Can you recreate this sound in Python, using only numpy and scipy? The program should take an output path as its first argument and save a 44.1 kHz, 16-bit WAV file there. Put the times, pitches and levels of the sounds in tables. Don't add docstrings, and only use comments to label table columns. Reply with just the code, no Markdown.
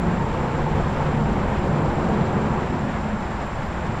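import sys
import numpy as np
from scipy import signal
from scipy.fft import rfft, irfft
from scipy.io import wavfile

SR = 44100
rng = np.random.default_rng(int(sys.argv[2]) if len(sys.argv) > 2 else 0)


def store_wav(level_fs):
    pcm = np.round(np.clip(np.atleast_2d(level_fs), -1, 1) * 32767)
    wavfile.write(sys.argv[1], SR, pcm.T.astype(np.int16))


N = 176400
TIME_S = np.arange(N) / SR
FREQ_HZ = np.arange(N // 2 + 1) * SR / N


def undb(db):
    return 10 ** (np.asarray(db) / 20)


def unit(x):
    return x / np.sqrt(np.mean(x ** 2) + 1e-18)


def envelope(rows):
    return undb(np.interp(TIME_S, *np.array(rows).T))


def filtered_noise(gain):
    return unit(irfft(rfft(rng.standard_normal(N)) * gain, N))


def drift(rate_hz):
    return filtered_noise(np.exp(-(FREQ_HZ / rate_hz) ** 2) * (FREQ_HZ > 0))


def noise(spectrum):
    hz, db = np.array(spectrum).T
    f = np.maximum(FREQ_HZ, 1)
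    gain = undb(np.interp(np.log(f), np.log(hz), db))
    rolloff = (np.minimum(f / hz[0], 1) * np.minimum(hz[-1] / f, 1)) ** 2
    return filtered_noise(gain * rolloff)


def narrow_noise(hz, half_width_hz):
    return filtered_noise(1 / (1 + ((FREQ_HZ - hz) / half_width_hz) ** 2))


def wavering_tone(hz, waver_hz, flutter_db, rate_hz):
    cycles = np.cumsum(hz + waver_hz * drift(rate_hz)) / SR + rng.random()
    return unit(np.sin(2 * np.pi * cycles) * undb(flutter_db * drift(rate_hz)))


def unsteady(x, bands=9):
    octave = np.log2(np.maximum(FREQ_HZ, 1) / 40)
    spectrum, out = rfft(x), 0
    swell = 0.1 * drift(rate_hz=7.5)
    for k in range(bands):
        band = irfft(spectrum * np.interp(octave, np.arange(bands), np.eye(bands)[k]), N)
        flicker = 0.3 * drift(rate_hz=36)
        depth = 3.5 - k / bands
        out += band * undb((swell + flicker) * depth)
    return out


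# frequency in Hz, relative spectral density in dB.
SPAN_SPECTRUM = [(14, -1), (28, -7), (48, -2), (63, -0.5), (78, -1.5), (92, -4.5), (108, -1.5),
                 (150, -21.5), (300, -41.5)]
DECK_SPECTRUM = [(70, -8), (105, -19.5), (122, -5.5), (150, 0.5), (185, -4.5), (213, -1.5), (245, -9),
                 (295, -11.5), (450, -14.5), (900, -39.5)]
# time in seconds, gain in dB.
SPAN_ENVELOPE = [(0, 0.5), (.12, -0.5), (.4, -2.5), (.75, 2.5), (1.0, -1.5), (1.3, 1.5), (1.75, 0),
                 (2.2, 0.5), (2.7, -4), (3.2, -1), (3.7, -3.5), (3.92, -2)]
DECK_ENVELOPE = [(0, -3), (.35, -1), (.8, -1.5), (1.3, -1), (1.6, -1), (2.15, 2), (2.6, -1), (3.0, -4.5),
                 (3.5, -7.5), (3.9, -5)]

def deck_rumble(span_gain_db=-28.5, deck_gain_db=-25):
    shake = noise(SPAN_SPECTRUM) * envelope(SPAN_ENVELOPE) * undb(span_gain_db)
    rumble = noise(DECK_SPECTRUM) * envelope(DECK_ENVELOPE) * undb(deck_gain_db)
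    return unsteady(shake + rumble)


# middle in seconds, length in seconds, pitch in Hz, level in dB.
BOOMS = [(0.052, 0.36, 176.8, -25.5), (0.39, 0.45, 137, -32), (0.695, 0.44, 150.2, -28),
         (1.061, 0.16, 150, -24), (1.227, 0.087, 151, -22), (1.57, 0.17, 150, -32),
         (1.75, 0.12, 147, -26.5), (1.55, 0.65, 206.8, -31.5), (2.097, 0.22, 213, -30.5),
         (2.502, 0.3, 216, -30.5), (2.789, 0.27, 253.4, -31), (2.775, 0.16, 211, -35),
         (3.084, 0.2, 212.8, -29), (3.804, 0.28, 177, -35.5)]

def deck_booms():
    out = 0
    for middle_s, length_s, hz, db in BOOMS:
        swell = np.exp(-(2 * np.abs(TIME_S - middle_s) / length_s) ** 3)
        out += undb(db) * swell * wavering_tone(hz, waver_hz=2, flutter_db=1.2, rate_hz=18.5)
    return out


# start in seconds, relative level in dB, pitch of the blow in Hz, share of full ring time.
THUMPS = [(1.204, -19, 190, 0.78), (2.117, -24, 80, .7), (2.346, -16.5, 215, 0.59), (2.496, -19, 160, 0.33),
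          (2.789, -18.5, 192, 0.94), (3.88, -18, 100, 1)]
# frequency in Hz, relative level in dB, full ring time (t60) in seconds.
DECK_MODES = [(63.6, -2, .16), (93.4, -14, 0.13), (113, 3, 0.17), (153, 4, 0.19), (206.6, 6.5, 0.26),
              (256, 0.5, 0.14), (358, -5, 0.096), (437, -6, .1), (440, -13, 0.041)]

def wheel_thumps(attack_s=0.015, spread_octaves=0.55):
    out = 0
    for start_s, db, blow_hz, ring_share in THUMPS:
        age_s = np.maximum(TIME_S - start_s, 0)
        decay_s = np.maximum(age_s - attack_s, 0)
        ring = 0
        for hz, mode_db, t60_s in DECK_MODES:
            drive = np.exp(-(np.log2(hz / blow_hz) / spread_octaves) ** 2)
            fade = undb(mode_db - 60 * decay_s / (t60_s * ring_share))
            ring += drive * fade * np.sin(2 * np.pi * (hz * age_s + rng.random()))
        attack = np.minimum(age_s / attack_s, 1)
        out += undb(db) * attack * ring / 2
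    return out


# frequency in Hz, relative spectral density in dB.
HISS_SPECTRUM = [(1500, 0.5), (3000, 3.5), (4200, -6), (7000, -19)]
ROAR_SPECTRUM = [(120, -24), (250, 0), (310, -12.5), (352, 4), (390, -3), (455, -0.5), (560, -1.5),
                 (630, -7), (720, -2.5), (920, -4.5), (1250, -10.5), (2000, -22.5), (4000, -35.5),
                 (6000, -42.5), (8000, -49.5), (15000, -70)]
WASH_SPECTRUM = [(100, -15), (220, -1), (310, -6), (352, -0.5), (420, -8), (560, 1), (680, 1), (890, 3.5),
                 (1250, -3), (1600, -5), (2200, -10.5), (3200, -19), (4500, -26.5), (5800, -29),
                 (6400, -32.5), (7100, -30), (7850, -38.5), (8300, -38.5), (9500, -43), (11300, -48),
                 (15500, -62)]
# time in seconds, gain in dB.
HISS_ENVELOPE = [(0, -6), (.9, 0), (1.8, -2), (2.7, -19)]
ROAR_ENVELOPE = [(0, -3), (.45, -2), (1.0, -2), (1.5, -1.5), (1.85, 0.5), (2.15, 1), (2.38, 1), (2.65, -4),
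                 (3.1, -11), (3.45, -15.5), (4, -12.5)]

def tyre_noise(hiss_gain_db=-49.5, roar_gain_db=-27.5, wash_gain_db=-31):
    hiss = noise(HISS_SPECTRUM) * envelope(HISS_ENVELOPE) * undb(hiss_gain_db)
    roar = noise(ROAR_SPECTRUM) * envelope(ROAR_ENVELOPE) * undb(roar_gain_db)
    wash = noise(WASH_SPECTRUM) * undb(wash_gain_db)
    return unsteady(hiss + roar + wash)


# time in seconds, pitch in Hz.
TREAD_PITCH = [(.25, 905), (.72, 875), (1.3, 919)]
# time in seconds, level in dB.
TREAD_ENVELOPE = [(0, -39), (.17, -58), (.22, -30), (.27, -38.5), (.32, -30.5), (.39, -40.5), (.5, -40.5),
                  (.7, -37), (.82, -50), (1.5, -38), (2.7, -60)]

def tread_note():
    hz = np.interp(TIME_S, *np.array(TREAD_PITCH).T)
    return wavering_tone(hz, waver_hz=9, flutter_db=2, rate_hz=47) * envelope(TREAD_ENVELOPE)


# centre in Hz, half-width in Hz, level in dB.
WHINE_BANDS = [(7315, 57, -61.5), (7476, 110, -63)]

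def whine():
    return sum(undb(db) * narrow_noise(hz, half_width_hz) for hz, half_width_hz, db in WHINE_BANDS)


# start in seconds, level in dB, centre in Hz, half-width in Hz, t60 in seconds.
TICKS = [(3.205, -65, 11300, 400, .05), (3.466, -58, 11000, 1600, .025), (3.664, -62, 12000, 300, .06)]

def ticks():
    out = 0
    for start_s, db, hz, half_width_hz, t60_s in TICKS:
        age_s = np.maximum(TIME_S - start_s, 0)
        fade = undb(db - 60 * age_s / t60_s) * (TIME_S >= start_s)
        out += fade * narrow_noise(hz, half_width_hz)
    return out


def scene():
    bridge = deck_rumble() + deck_booms() + wheel_thumps()
    return (bridge + tyre_noise() + tread_note() + whine() + ticks())[None, :]


def record(dry):
    cutoff_hz = 15700
    return signal.sosfilt(signal.ellip(8, .1, 70, cutoff_hz, fs=SR, output="sos"), dry)


dry = scene()
out = record(dry)
store_wav(out)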